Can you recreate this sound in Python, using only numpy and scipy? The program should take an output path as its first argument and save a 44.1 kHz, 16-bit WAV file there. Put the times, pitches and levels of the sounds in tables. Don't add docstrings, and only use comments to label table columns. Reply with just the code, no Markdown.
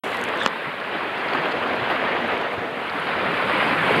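import sys
import numpy as np
from scipy import signal
from scipy.fft import rfft, irfft, next_fast_len
from scipy.io import wavfile
from scipy.ndimage import uniform_filter1d, map_coordinates

SR = 44100
rng = np.random.default_rng(int(sys.argv[2]) if len(sys.argv) > 2 else 0)


def to_wav(sig):
    pcm = np.clip(np.atleast_2d(sig), -1, 1) * 32767
    pcm = np.round(pcm).astype(np.int16)
    wavfile.write(sys.argv[1], SR, pcm.T)


N = 176400
TIME_S = np.arange(N) / SR
N_FFT = next_fast_len(N + 8192)
BIN_HZ = np.fft.rfftfreq(N_FFT, 1 / SR)
CHIRP = 0.15


def amp(db):
    return 10 ** (np.asarray(db) / 20)


def unit(x):
    return x / np.sqrt(np.mean(x ** 2) + 1e-20)


def decay(t, t60):
    return np.exp(-np.log(1000) * t / t60)


def curves(rows):
    times, *columns = np.transpose(rows)
    return [np.interp(TIME_S, times, column) for column in columns]


def wobble(knots_per_s):
    return map_coordinates(rng.standard_normal(2000), [TIME_S * knots_per_s], mode="wrap")


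def add(track, s, sound):
    part = track[round(s * SR):][:len(sound)]
    part += sound[:len(part)]


def filtered(x, colour):
    hz, db = np.transpose(colour)
    gain = amp(np.interp(np.log(BIN_HZ + 1), np.log(hz), db))
    return irfft(rfft(x, N_FFT) * gain, N_FFT)[:N]


def coloured(x, colour):
    return unit(filtered(x, colour))


def rush(colour, patchy_db):
    spectra = signal.stft(rng.standard_normal(N), nperseg=512)[2]
    patches = uniform_filter1d(rng.standard_normal(spectra.shape), size=5, axis=0)
    patches = unit(uniform_filter1d(patches, size=7, axis=1))
    noise = signal.istft(spectra * amp(patchy_db * patches), nperseg=512)[1][:N]
    return coloured(noise, colour)


def bursts(events, colour):
    envelope, noise = np.zeros(N), rng.standard_normal(N)
    for s, db, t60_s in events:
        add(envelope, s, amp(db) * decay(TIME_S[:SR // 10], t60_s))
    return filtered(envelope * noise, colour) / filtered(noise, colour).std()


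def grains(per_s, hz, spread, cycles, size_db):
    shape = (int(per_s * N / SR), 1)
    onsets = (rng.random(shape) * N).astype(int)
    pitch_hz = np.clip(hz * np.exp(spread * rng.standard_normal(shape)), 150, 14000)
    gain = amp(size_db * np.minimum(rng.exponential(size=shape), 4))
    n = np.arange(min(1500, int(3 * cycles * SR / hz)))
    age = np.minimum(pitch_hz * n / SR / cycles, 2)
    rings = gain * np.sin(2 * np.pi * cycles * age * (1 + CHIRP * age)) * decay(age, 1)
    return unit(np.bincount((onsets + n).ravel(), rings.ravel(), N)[:N])


# (time [s], churn level [dB], wash level [dB])
SWELL = [(0.05, -31.5, -27.5), (0.25, -28, -28), (0.38, -30.5, -26.5), (0.52, -32.5, -29),
         (0.8, -34.5, -30), (0.96, -30.5, -27.5), (1.25, -30, -28), (1.34, -27, -25), (1.4, -28.5, -25),
         (1.55, -25.5, -27), (1.75, -26.5, -25.5), (1.92, -27.5, -26), (2.1, -26, -25), (2.33, -26.5, -27),
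         (2.5, -30.5, -29), (2.7, -29, -31.5), (2.92, -31, -28), (3.1, -30, -25), (3.32, -27, -24),
         (3.48, -29.5, -22.5), (3.6, -24.5, -21), (3.76, -26, -22), (3.98, -22.5, -20.5)]
# (frequency [Hz], gain [dB])
CHURN_COLOUR = [(20, -58), (50, -29), (100, -13.5), (160, -10), (240, -0.5), (330, -2.5), (480, 1.1),
                (730, -0.95), (1200, -10), (2200, -22.5), (6000, -86)]
WASH_COLOUR = [(200, -20.5), (600, -12.5), (1000, 1), (1700, 1.5), (2400, -2), (3100, -7), (4000, -16),
               (4900, -24.5), (5600, -40.5), (7000, -63)]
FROTH_COLOUR = [(80, -25), (300, 0), (2500, 0), (3500, -5), (4700, -17), (5800, -32), (9000, -50)]


def waves(churn_gain_db=-1.5, wash_gain_db=-1, froth_gain_db=-5.5):
    churn_db, wash_db = curves(SWELL)
    surge_db = 0.45 * wobble(20)
    churn = amp(churn_db + churn_gain_db + 0.19 * wobble(30.45)) * rush(CHURN_COLOUR, patchy_db=1)
    bubbles = grains(per_s=480, hz=1109, spread=0.547, cycles=16, size_db=3.5)
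    froth = amp(froth_gain_db) * coloured(bubbles, FROTH_COLOUR)
    wash = amp(wash_gain_db + 0.63 * wobble(60)) * rush(WASH_COLOUR, patchy_db=1.34)
    return amp(surge_db) * (churn + amp(wash_db) * (wash + froth))


# (time [s], level [dB])
FOAM = [(.7, -71), (1.3, -60), (2.35, -59.5), (2.7, -64), (3.2, -62), (3.9, -58)]
# (frequency [Hz], gain [dB])
FOAM_COLOUR = [(3000, 0), (5500, 0), (6700, 0.5), (8000, -8), (11000, -16), (15700, -24)]


def foam(patter_gain_db=-9):
    level_db, = curves(FOAM)
    patter = amp(patter_gain_db) * grains(per_s=68, hz=6950, spread=0.33, cycles=17, size_db=4.5)
    return amp(level_db) * (rush(FOAM_COLOUR, patchy_db=-1.5) + patter)


# (time [s], level [dB])
SPRAY = [(.55, -63), (.75, -65), (1.3, -63.5), (1.9, -64.5), (2.65, -66.5), (3.0, -60.5), (3.2, -61.5),
         (3.62, -54.3), (3.78, -56), (3.91, -52), (4, -53)]
# (frequency [Hz], gain [dB])
SPRAY_COLOUR = [(4000, -25), (6000, -10), (7300, 1), (8500, 6), (10000, 6.5), (12000, 1), (14000, -3),
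                (15700, -15)]


def spray():
    level_db, = curves(SPRAY)
    return amp(level_db + 1.3 * wobble(250)) * coloured(rng.standard_normal(N), SPRAY_COLOUR)


# (time [s], level [dB])
WIND = [(0, -53), (1.1, -51.5), (1.8, -49.5), (2.8, -46.5), (3.3, -38), (3.6, -36.5), (4, -33)]
# (frequency [Hz], gain [dB])
WIND_COLOUR = [(20, -38), (35, -36), (70, -10), (120, -6.5), (180, 5), (240, -7), (500, -15), (2000, -90)]


def wind():
    level_db, = curves(WIND)
    return amp(level_db + 1.7 * wobble(12)) * rush(WIND_COLOUR, patchy_db=1)


# (frequency [Hz], gain [dB])
HISS_COLOUR = [(3000, -4), (7000, 0.5), (9500, -4), (12500, -2), (15700, -3.5)]


def hiss(level_db=-64.5):
    return amp(level_db) * coloured(rng.standard_normal(N), HISS_COLOUR)


# (time [s], level [dB])
TICKS = [(0.084, -39), (.1183, -33), (.1455, -29), (.1712, -25.5), (.214, -28), (0.2396, -20), (.2505, -28),
         (0.2885, -27), (.3588, -30), (.374, -31), (.435, -27)]
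# (frequency [Hz], gain [dB])
GRIP_COLOUR = [(2000, 6), (5000, -1), (7500, -2), (11500, -4.5), (15000, -23)]


def grip(rustle_db=-46, fade_db_per_s=46, rustle_end_s=0.4, tick_gain_db=-2.5, tick_t60_s=0.0052):
    crackle = amp(-3) * grains(per_s=420, hz=8800, spread=0.21, cycles=6, size_db=1)
    envelope = amp(rustle_db - fade_db_per_s * TIME_S) * (TIME_S < rustle_end_s)
    rustle = envelope * (rush(GRIP_COLOUR, patchy_db=6) + crackle)
    ticks = bursts([(s, db, tick_t60_s) for s, db in TICKS], GRIP_COLOUR)
    return rustle + amp(tick_gain_db) * ticks


# (frequency [Hz], gain [dB])
RUB_COLOUR = [(40, 2), (150, 4), (1000, 5.5), (2500, -6), (3600, 4.5), (4400, -19.5), (5200, -16.5),
              (7300, -20), (9000, -26), (15000, -42)]


def rub(centre_s=0.429, width_s=0.038, gain_db=-28):
    grit = grains(per_s=2600, hz=5000, spread=0.32, cycles=6, size_db=5)
    envelope = amp(gain_db) * np.exp(-((TIME_S - centre_s) / width_s) ** 2)
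    return envelope * (rush(RUB_COLOUR, patchy_db=9.5) + amp(-3) * coloured(grit, RUB_COLOUR))


# (time [s], level [dB])
CONTACTS = [(0.453, -15), (0.4614, 2.4), (0.4744, -12), (0.4766, -15)]
# (frequency [Hz], level [dB], t60 [s])
HOUSING_MODES = [(215, -16, 0.033), (490, -10, 0.0099), (1090, -2, 0.0094), (1370, -6, 0.0069),
                 (1780, -11.5, 0.0074), (2500, -16, 0.014), (2850, -10, 0.0052), (3450, -17, 0.013),
                 (4330, -20, 0.011), (5200, -20.5, 0.0065), (5960, -19.5, 0.004), (7400, -25, 0.0053),
                 (9300, -34, 0.0036), (11500, -33, .004)]
# (frequency [Hz], gain [dB])
CRACK_COLOUR = [(50, -40), (200, -11), (600, 2), (3000, 4), (6000, -11), (9000, -17), (12000, -24),
                (14000, -40)]
BUMP_COLOUR = [(40, -24), (180, 0), (7000, 0), (12000, -2), (14000, -22)]


def bump(attack_cycles=0.3, crack_gain_db=-22, crack_t60_s=0.016):
    knocks, t = np.zeros(N), TIME_S[:SR // 10]
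    ring = np.zeros_like(t)
    for k, (hz, db, t60_s) in enumerate(HOUSING_MODES):
        attack = 1 - np.exp(-hz * t / attack_cycles)
        ring += (-1) ** k * amp(db) * np.sin(2 * np.pi * hz * t) * attack * decay(t, t60_s)
    for s, db in CONTACTS:
        add(knocks, s, amp(db) * ring)
    cracks = bursts([(s, db, crack_t60_s) for s, db in CONTACTS], CRACK_COLOUR)
    return filtered(knocks + amp(crack_gain_db) * cracks, BUMP_COLOUR)


# (time [s], peak level [dB], starting pitch [Hz])
GULPS = [(.665, -34.5, 137), (1.388, -30, 151), (1.777, -38, 107), (1.814, -30.5, 118), (2.575, -33.5, 105),
         (3.15, -39, 84.4)]


def gulps(attack_s=0.021, t60_s=0.083):
    out, t = np.zeros(N), TIME_S[:SR // 4]
    envelope = (1 - np.exp(-t / attack_s)) * decay(t, t60_s)
    envelope /= envelope.max()
    for s, db, hz in GULPS:
        phase = 2 * np.pi * hz * t * (1 + CHIRP * t / t60_s)
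        add(out, s, amp(db) * envelope * np.sin(phase))
    return out


# (time [s], splat level [dB], spatter level [dB])
DROPS = [(0.8002, -36.5, -62), (1.175, -36, -56), (1.284, -33, -64), (1.3347, -35, -51), (1.513, -37, -54),
         (1.52, -31.5, -50), (2.3774, -40, -51), (2.413, -36, -53), (2.897, -31, -62)]
# (frequency [Hz], gain [dB])
SPLAT_COLOUR = [(1500, -22), (3200, -3), (3900, 0), (4750, -2), (5500, -22), (9000, -48)]
SPATTER_COLOUR = [(3000, -12), (5000, 0), (7800, -1), (10000, -6), (15000, -27)]


def droplets(t60_s=0.028):
    splats = bursts([(s, db, t60_s) for s, db, _ in DROPS], SPLAT_COLOUR)
    spatter = bursts([(s, db, t60_s) for s, _, db in DROPS], SPATTER_COLOUR)
    return splats + spatter


# (time [s], level [dB], t60 [s])
SLAPS = [(.95, -25, 0.073), (1.3345, -17, 0.024), (1.3485, -15, 0.05), (1.455, -19, 0.079),
         (1.9, -18.5, 0.27), (2.3195, -21.5, 0.071), (2.335, -25, 0.089), (2.53, -24, .12)]
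# (frequency [Hz], gain [dB])
SLAP_COLOUR = [(100, -10), (300, -1.5), (600, 2), (1200, -0.5), (2700, -8), (4000, -18), (6000, -43)]


def slaps(gain_db=-1.5):
    return amp(gain_db) * bursts(SLAPS, SLAP_COLOUR)


# (time [s], peak level [dB], pitch [Hz])
PINGS = [(1.763, -44, 11500), (1.893, -44, 8600), (2.28, -39, 9500), (3, -36, 10100)]


def pings(t60_s=0.0045):
    out, t = np.zeros(N), TIME_S[:SR // 20]
    for s, db, hz in PINGS:
        add(out, s, amp(db) * np.sin(2 * np.pi * hz * t) * decay(t, t60_s))
    return out


def scene():
    bed = waves() + foam() + spray() + wind() + hiss()
    handling = grip() + rub() + bump()
    near_water = gulps() + droplets() + slaps() + pings()
    return (bed + handling + near_water)[None]


def record(dry):
    start_s, low_cut_hz, top_hz = 0.036, 52, 15750
    highpass = signal.butter(2, low_cut_hz, "high", fs=SR, output="sos")
    live = signal.sosfilt(highpass, dry * (TIME_S >= start_s))
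    return irfft(rfft(live, N_FFT) * (BIN_HZ < top_hz), N_FFT)[..., :N]


dry = scene()
out = record(dry)
to_wav(out)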